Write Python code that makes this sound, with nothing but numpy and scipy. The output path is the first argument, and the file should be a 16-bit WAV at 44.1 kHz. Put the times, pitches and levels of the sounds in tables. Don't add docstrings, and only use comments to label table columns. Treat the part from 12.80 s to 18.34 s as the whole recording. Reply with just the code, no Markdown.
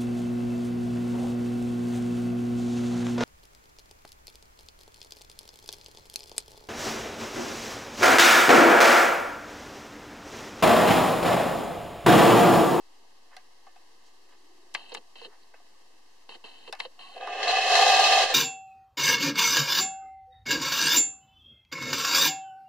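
import sys
import numpy as np
from scipy import signal
from scipy.fft import rfft, irfft
from scipy.io import wavfile
from scipy.ndimage import uniform_filter1d

SR = 44100
rng = np.random.default_rng(int(sys.argv[2]) if len(sys.argv) > 2 else 0)


def master(y):
    cut = np.clip(np.atleast_2d(y).T, -1, 1)
    pcm = np.round(cut * 32767)
    wavfile.write(sys.argv[1], SR, pcm.astype(np.int16))


def attenuation_scalar(level_db):
    decades = np.asarray(level_db, float) / 20
    return 10 ** decades


N = 244314


def rms_one(x):
    return x / np.sqrt(np.mean(x ** 2) + 1e-20)


def in_time(rows):
    s, *columns = np.transpose(rows)
    return [np.interp(np.arange(N) / SR, s, c) for c in columns]


def at_hz(points, hz):
    table_hz, values = np.array(points)[:, 0], np.array(points)[:, 1]
    return np.interp(np.log(hz + 1), np.log(table_hz), values)


def band(x, low_hz, high_hz):
    return signal.sosfilt(signal.butter(3, [low_hz, high_hz], "band", fs=SR, output="sos"), x)


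def drift(rate_hz):
    r = np.exp(-2 * np.pi * rate_hz / SR)
    settle = 20000
    wander = signal.lfilter([1], [1, -2 * r, r * r], rng.standard_normal(N + settle))
    return rms_one(wander[settle:])


def stereo_colour(pair, spectrum, likeness):
    hz = np.fft.rfftfreq(pair.shape[1], 1 / SR)
    mid, side = rfft(pair) * attenuation_scalar(at_hz(spectrum, hz))
    alike = np.clip(at_hz(likeness, hz), 0, 1)
    left_right = np.sqrt(1 + alike) * mid + np.sqrt(1 - alike) * side * [[1], [-1]]
    return irfft(left_right, pair.shape[1])


def rings(modes, spread_db):
    t, out = np.arange(4096) / SR, 0
    for k, (hz, width_hz, level_db, pan_db, lead) in enumerate(modes):
        size = (-1) ** k * width_hz * attenuation_scalar(level_db + spread_db * rng.standard_normal())
        sides = np.sin(2 * np.pi * hz * t + np.array([[lead], [0]]))
        sides = sides * attenuation_scalar(pan_db * np.array([[.5], [-.5]]))
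        out = out + size * np.exp(-np.pi * width_hz * t) * sides
    return out


def through(force, answer):
    return signal.fftconvolve(force[None], answer, axes=1)[:, :len(force)]


def burst(length_s, chatter):
    force = chatter * rng.standard_normal(4096) * attenuation_scalar(-20 * np.arange(4096) / SR / max(length_s, 1e-4))
    force[0] += 1
    return force


def add(out, s, sound, peak_db):
    i = round(s * SR)
    out[:, i:i + sound.shape[1]] += attenuation_scalar(peak_db) * sound / np.abs(sound.mean(axis=0)).max()


# f/Hz, width/Hz, level/dB, left over right/dB, left lead/rad
HULL_MODES = [(418.2, 29.8, -13.5, -1, 0.26), (491, 92, -14.5, 0.5, 0.18), (720, 25.3, 0.5, -2, 0.07),
              (738, 20.2, -2.5, -3, -0.26), (763, 25.5, 0.76, -1.5, -0.16), (806, 21, -17.5, 11, 2),
              (1028, 37, -18, 3, -0.5), (1198.6, 29, -9.5, -2, 0.47), (1623, 59, -15, 1.5, 0.45),
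              (1738, 21, -15, 7.5, 1.33), (1772, 8.6, -8.5, -6.5, -0.06), (2030, 183, -18, -3, -0.34),
              (2588, 39.3, -5, 0.5, -0.6), (2940, 36, -31, -18, 3), (3313, 24, -29, 17, -2.2),
              (3868, 53, -19.5, -3, -1.5), (4064, 39, -18, 15, 2.4), (4200, 27, -13.5, 1.5, 0.8),
              (4165, 18, -20, -8, -9), (4600, 78, -22, -0.5, 2.5), (4678, 54, -23.5, -3, -0.4),
              (5280, 32, -27.5, -18, 1.06), (6440, 96, -27, 5.5, 2.5)]
# f/Hz, level/dB [per Hz]
WEAK_MODES = [(71, -88), (120, -103), (421, -10), (626, 4), (734, -10), (951, -12), (1210, -13), (1390, -7),
              (1760, -16), (2380, -1.5), (2620, 1), (5160, -13), (14000, -46.5)]
# f/Hz, likeness [0 to 1]
WEAK_LIKENESS = [(200, 1), (700, 0.51), (1500, 0.63), (3000, 0.14), (5000, 0.12), (14000, .01)]
# f/Hz, left over right/dB
WEAK_LEAN = [(200, 0), (3000, -1.5), (7000, -4), (8500, -.5), (10500, 8), (12000, 15), (14000, 15)]


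def hull_answer(spread_db):
    crowd_db, t60_s = -5.5, 0.21
    lead_in = 64
    dying = attenuation_scalar(-60 * np.arange(-lead_in, 4096 - lead_in) / SR / t60_s) * (np.arange(4096) > lead_in)
    crowd = stereo_colour(rng.standard_normal((2, 4096)) * dying, WEAK_MODES, WEAK_LIKENESS)
    lean_db = at_hz(WEAK_LEAN, np.fft.rfftfreq(4096, 1 / SR)) * np.array([[.5], [-.5]])
    crowd = irfft(rfft(crowd) * attenuation_scalar(lean_db))
    crowd = np.roll(crowd, -lead_in, axis=1) * (np.arange(4096) < 3900)
    strong = band(band(rings(HULL_MODES, spread_db), 290, 6400), 100, 7400)
    return rms_one(strong) + attenuation_scalar(crowd_db) * rms_one(crowd)


# t/s, flywheel vigour level/dB, hull freed from the grip level/dB
WHEEL_DRAG = [
    (4.33, -55.5, 7),
    (4.42, -41.5, 3),
    (4.57, -34.5, 2),
    (4.72, -24, 0.5),
    (4.83, -25.5, -7),
    (4.96, -20.5, 3),
    (5.43, -21, 0),
    (5.465, -27, -5.5),
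    (5.54, -30.5, -0.5),
]
# t/s, peak level/dB
TOOTH_SLAMS = [(4.525, -21.5), (4.5647, -37), (4.6293, -12.5), (4.6784, -10.5), (4.7154, -28),
               (4.7517, -19), (4.818, -14), (4.884, -21), (4.9529, -3), (5.063, -25), (5.103, -6.5),
               (5.24, -6), (5.322, -8), (5.5032, -16)]


def gears():
    teeth_per_s, full_spin_db = 2200, -21
    # dB at full spin, dB per dB of vigour, dB per dB of freed hull
    boom, growl, upper = (-19.5, 1.07, 0.58), (-29.5, 0.61, 0.36), (-22.5, 1.5, 0.14)
    sizzle, top = (-36.5, 1.36, .1), (-52.5, 1.64, 0.092)
    t = np.arange(N) / SR
    rattle_db, freed_db = in_time(WHEEL_DRAG)
    boom_db, growl_db, upper_db, sizzle_db, top_db = (
        full_db + follows * (rattle_db - full_spin_db) + share * freed_db
        for full_db, follows, share in (boom, growl, upper, sizzle, top))

    sizes = attenuation_scalar(3.2 * np.minimum(rng.exponential(1, N), 4)) * rng.choice([-1, 1], N)
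    hits = sizes * (rng.random(N) < teeth_per_s / SR)
    hits *= attenuation_scalar(1.0 * rms_one(band(rng.standard_normal(N), 18, 90)))
    hits /= np.sqrt(uniform_filter1d(hits ** 2, size=3500) + 1e-9)
    bearing = rng.integers(0, 6, N)
    tin = sum(through(hits * (bearing == k), hull_answer(spread_db=0.0)) for k in range(6))

    run_up_end_s, run_up_s, run_up_db = 4.92, 0.22, -6
    slow = np.clip((run_up_end_s - t) / run_up_s, 0, 1)
    let_go_s, coast_full_db = 5.44, 3.5
    coast_db = coast_full_db * np.clip((t - let_go_s) / 0.043, 0, 1)
    upper_db = upper_db + 0.24 * run_up_db * slow + coast_db
    sizzle_db = sizzle_db + 0.7 * run_up_db * slow + coast_db
    top_db = top_db + run_up_db * slow + np.array([[4.0], [-4.0]])

    parts = [(150, 620, growl_db), (620, 1400, boom_db), (1400, 3300, rattle_db),
             (3300, 6800, upper_db), (6800, 9800, sizzle_db), (9800, 15000, top_db)]
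    turning = np.clip((t - WHEEL_DRAG[0][0]) / 0.034, 0, 1)
    clatter = sum(attenuation_scalar(level_db) * rms_one(band(tin, low, high)) for low, high, level_db in parts)
    out = np.pad(turning * clatter, [(0, 0), (0, 4096)])
    for s, peak_db in TOOTH_SLAMS:
        slam = through(burst(0.0015, chatter=0.27), hull_answer(spread_db=0.5))
        add(out, s, band(slam, 1980, 9400), peak_db - 6.0)
    return out[:, :N]


# t/s, peak level/dB, ring level/dB [re dull part], snap level/dB [re dull part],
# contact length/s
FINGER_TAPS = [
    (0.567, -31.5, -0.5, -1.5, 0.01),
    (0.868, -40, -5, -22, 0.022),
    (0.961, -45, -5.5, -16, 0.01),
    (2.74, -38.5, 1.5, -22, 0.019),
    (2.8, -49.5, -8, -16, 0.0055),
    (3.927, -22, -0.5, -1, 0.017),
    (3.952, -36.5, 4, 2, 0.014),
    (4.366, -32.5, -19, -27, 0.0018),
    (4.426, -28.5, -25, -35, 0.0057),
    (4.475, -24, 5, -15, 0.0019),
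]


def taps():
    t, out = np.arange(4096) / SR, np.zeros((2, N))
    for s, peak_db, ring_db, snap_db, contact_s in FINGER_TAPS:
        force = burst(contact_s, chatter=0.14)
        sound = through(force, hull_answer(spread_db=6.5))
        dull, ring, snap = band(sound, 560, 950), band(sound, 950, 2300), band(sound, 2300, 13000)
        ring = rms_one(ring) + attenuation_scalar(-7) * rms_one(band(force, 760, 2200))
        snap = rms_one(snap) + attenuation_scalar(-4) * rms_one(band(force, 3400, 5200))
        snap = snap + attenuation_scalar(-14) * rms_one(band(force, 5200, 11000))
        snap *= attenuation_scalar(-60 * t / 0.08)
        dull *= attenuation_scalar(-60 * t / 0.09)
        tap = rms_one(dull) + attenuation_scalar(ring_db) * rms_one(ring) + attenuation_scalar(snap_db) * rms_one(snap)
        add(out, s - .001, tap, peak_db)
    return out


# start t/s, length/s, cruise level/dB, starting kick level/dB, braking swell level/dB
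DRIVE_RUNS = [
    (1.942, 0.2, -54.5, 14.5, 4),
    (2.14, 0.06, -52.5, 6, 4),
    (2.355, 0.13, -48.5, -1.5, 2),
    (3.49, 0.088, -52.5, 7, 2),
    (3.639, 0.275, -54, 9.5, 6.5),
    (3.99, 0.082, -51, 11.5, 1),
    (4.195, 0.21, -51, 5.5, 1.5),
]
# f/Hz, width/Hz, level/dB, left over right/dB, left lead/rad
HOUSING_MODES = [(450, 103, 3.5, -11, 4), (1015, 350, -7.5, -4.5, 0.32), (1870, 540, -13.5, -2.5, 1),
                 (2714, 154, -1, 1.5, 1.42), (3000, 70, -1, 5, -1.8), (3090, 70, 0, 0, -1.8),
                 (3820, 180, -9, -8, -.8), (4170, 150, -5, 0, -1.2), (4720, 420, -20, -11.5, 14)]
# t/s, peak level/dB, length/s
DRIVE_JOLTS = [(2.1197, -38.5, 0.027), (2.171, -39.5, 0.0069), (2.357, -47, 0.027), (2.4165, -42, 0.012),
               (2.448, -41, 0.018), (3.493, -38.5, 0.0055), (3.549, -47, 0.025), (3.6416, -42.5, 0.0091),
               (3.659, -55, 0.0092), (3.878, -39.5, 0.011), (4.051, -36.5, 0.019), (4.192, -43.5, 0.018),
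               (4.379, -39.5, 0.0038), (4.411, -38, 0.0054)]
# t/s, peak level/dB, f/Hz, time to die by 60 dB/s
LENS_THUDS = [(2.124, -36, 487, 0.075), (2.153, -38.5, 440, 0.089), (2.18, -40.5, 460, 0.035),
              (2.418, -43, 463, 0.13), (2.455, -40, 507, 0.042), (2.47, -43, 414, 0.082),
              (3.494, -45.5, 430, 0.05), (3.554, -39.5, 446, 0.014), (3.646, -41, 450, 0.019),
              (3.877, -42, 544, 0.075), (3.893, -36.5, 454, 0.051), (4.054, -33.5, 523, 0.089)]
# t/s, peak level/dB, ring f/Hz, hiss before level/dB, knock length/s
LENS_KNOCKS = [
    (1.949, -15, 1780, -43.5, 0.0051),
    (2.149, -22, 2030, -43.5, 0.0033),
    (4.002, -17, 1170, -52, 0.0039),
]


def lens():
    step_hz, rough = 195.7, .45
    kick_rise_s, kick_s, brake_s, stop_s = .011, 0.068, 0.031, 0.021
    grumble_db, grumble_follows, drone_db = -10.5, 1.83, -63
    housing, t, out = rings(HOUSING_MODES, 0), np.arange(N) / SR, np.zeros((2, N))
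    turn = (step_hz * t + 0.055 * drift(21)) % 1
    rub = rng.standard_normal((2, N)) * (rough + np.exp(-5.0 * turn))
    buzz = through(rub[0], housing) + 0.19 * through(rub[1], housing[::-1])
    whine, grumble = rms_one(band(buzz, 1500, 9000)), rms_one(band(buzz, 650, 1500))
    whine += attenuation_scalar(-22.5) * rms_one(band(rub, 6000, 10500))
    drone = attenuation_scalar(drone_db) * rms_one(band(rub, 183, 640))

    for s, length_s, cruise_db, kick_db, brake_db in DRIVE_RUNS:
        since, left = np.maximum(t - s, 0), s + length_s - t
        strain_db = kick_db * np.clip(since / kick_rise_s, 0, 1) * np.exp(-since / kick_s)
        strain_db = strain_db + brake_db * np.clip(2 - left / brake_s, 0, 1)
        running = np.clip(since / 0.00034, 0, 1) * np.clip(left / stop_s, 0, 1) ** 2
        low_db = cruise_db + grumble_db + grumble_follows * strain_db
        out += running * (attenuation_scalar(cruise_db + strain_db) * whine + attenuation_scalar(low_db) * grumble + drone)

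    for s, peak_db, length_s in DRIVE_JOLTS:
        jolt = through(burst(length_s, chatter=0.35), housing)
        add(out, s - .001, band(jolt, 534, 7300), peak_db + 6)

    for s, peak_db, hz, t60_s in LENS_THUDS:
        body = rings([(hz, 3.1 / t60_s, 0, -2.5, .5)], 0)
        add(out, s, through(burst(0.03, chatter=0.12), body), peak_db - 3.0)

    for s, peak_db, hz, hiss_db, length_s in LENS_KNOCKS:
        plate = rings([(hz, 800, .1, 0, 0), (200, 150, -26, 5, 7), (717, 310, 2.4, 18.8, 3.04),
                       (2050, 500, -23, 24, -14.5), (2240, 460, 13.5, 6.9, 4.97),
                       (4100, 1200, 4.5, -0.5, 5.0), (7000, 3000, -31, 0, 5.0)], 0)
        knock = through(burst(length_s * 2.5, chatter=.5), plate)
        add(out, s - .0005, band(knock, 100, 8500), peak_db)
        slide = np.clip(np.minimum((t - s + .0095) / .002, (s + .006 - t) / .005), 0, 1)
        out += attenuation_scalar(hiss_db) * slide * rms_one(band(rng.standard_normal((2, N)), 2300, 8900))
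    return out


# middle t/s, length/s, level/dB, lowest f/Hz, highest f/Hz
GLOVE_RUBS = [(0.244, 0.055, -64, 595, 1000), (0.535, .07, -54, 500, 2320), (0.594, 0.033, -59, 1390, 2300),
              (0.861, 0.033, -69, 2440, 5960), (1.21, 0.026, -70, 600, 3200),
              (1.273, 0.072, -63.5, 2500, 6960), (1.526, 0.09, -59.5, 300, 3080),
              (1.722, 0.99, -67, 298, 406), (2.095, 0.0073, -59, 7450, 8500), (2.53, 0.083, -57, 696, 1950),
              (2.634, 0.054, -66, 4000, 4930), (4.262, 0.17, -54.5, 1063, 1125),
              (4.201, 0.034, -46.5, 702, 804), (4.314, .16, -54, 690, 816)]


def rubs():
    out, t = np.zeros((2, N)), np.arange(N) / SR
    fibres = np.array([[0.69, 0.45], [0.37, 1]]) @ rng.standard_normal((2, N)) * attenuation_scalar(1.3 * drift(80))
    for s, length_s, level_db, low_hz, high_hz in GLOVE_RUBS:
        swell = np.exp(-8 * ((t - s) / length_s) ** 2)
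        out += attenuation_scalar(level_db) * swell * rms_one(band(fibres, low_hz, high_hz))
    return out


# f/Hz, level/dB [per Hz]
HUSH_COLOUR = [(76, -52), (130, -23), (320, -10), (492, -10.5), (610, -12.5), (713, -8), (1160, -10),
               (1390, -18), (1830, -13), (2350, -14), (2650, -13), (3480, -16.5), (4490, -15.5),
               (14000, -33.5)]
# f/Hz, likeness [0 to 1]
HUSH_LIKENESS = [(100, .99), (200, 0.59), (400, 0.21), (1000, 0.19), (4000, 0.12), (14000, .01)]


def air():
    low_db, high_db = -69, -60.5
    hush = stereo_colour(rng.standard_normal((2, N)), HUSH_COLOUR, HUSH_LIKENESS)
    low = attenuation_scalar(low_db + 0.68 * drift(4.1)) * rms_one(band(hush, 148, 557))
    high = attenuation_scalar(high_db + .5 * drift(20)) * rms_one(band(hush, 650, 18000))
    return low + high


# f/Hz, level/dB [per Hz]
SHAKE_COLOUR = [(10, -9), (25, 2), (50, -14), (100, -28), (140, -25), (400, -70)]
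# f/Hz, likeness [0 to 1]
SHAKE_LIKENESS = [(20, 0.73), (100, 1)]


def rumble():
    rest_db, settle_db, settle_s = -94, -74, .07
    drag_db, drag_start_s, drag_rise_s = -67, 4.3, .32
    hum_db = -87
    t = np.arange(N) / SR
    shake = stereo_colour(rng.standard_normal((2, N)), SHAKE_COLOUR, SHAKE_LIKENESS)
    level_db = rest_db + (drag_db - rest_db) * np.clip((t - drag_start_s) / drag_rise_s, 0, 1)
    level = attenuation_scalar(level_db) + attenuation_scalar(settle_db) * np.exp(-t / settle_s)
    hum = rms_one(band(rng.standard_normal(N), 30, 96))
    return level * rms_one(shake) + attenuation_scalar(hum_db) * hum


def scene():
    return gears() + taps() + lens() + rubs() + air()


# f/Hz, width/Hz, depth level/dB
LENS_NOTCHES = [(600, 90, -8), (1380, 220, -9), (2350, 480, -9), (2380, 170, -22), (3480, 320, -8)]


def notched(x):
    for hz, width_hz, depth_db in LENS_NOTCHES:
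        a, cos = np.tan(np.pi * width_hz / SR), -2 * np.cos(2 * np.pi * hz / SR)
        kept = a * attenuation_scalar(depth_db)
        x = signal.lfilter([1 + kept, cos, 1 - kept], [1 + a, cos, 1 - a], x)
    return x


def roll_off(x):
    return signal.sosfilt(signal.butter(12, 14120, fs=SR, output="sos"), x)


def record(dry):
    x = signal.sosfilt(signal.butter(3, 200, "high", fs=SR, output="sos"), dry)
    x = notched(x)
    x = signal.sosfilt(signal.ellip(12, .5, 70, 14000, fs=SR, output="sos"), x)
    offset = -0.0026
    return roll_off(x + rumble() + offset)


dry = scene()
out = record(dry)
master(out)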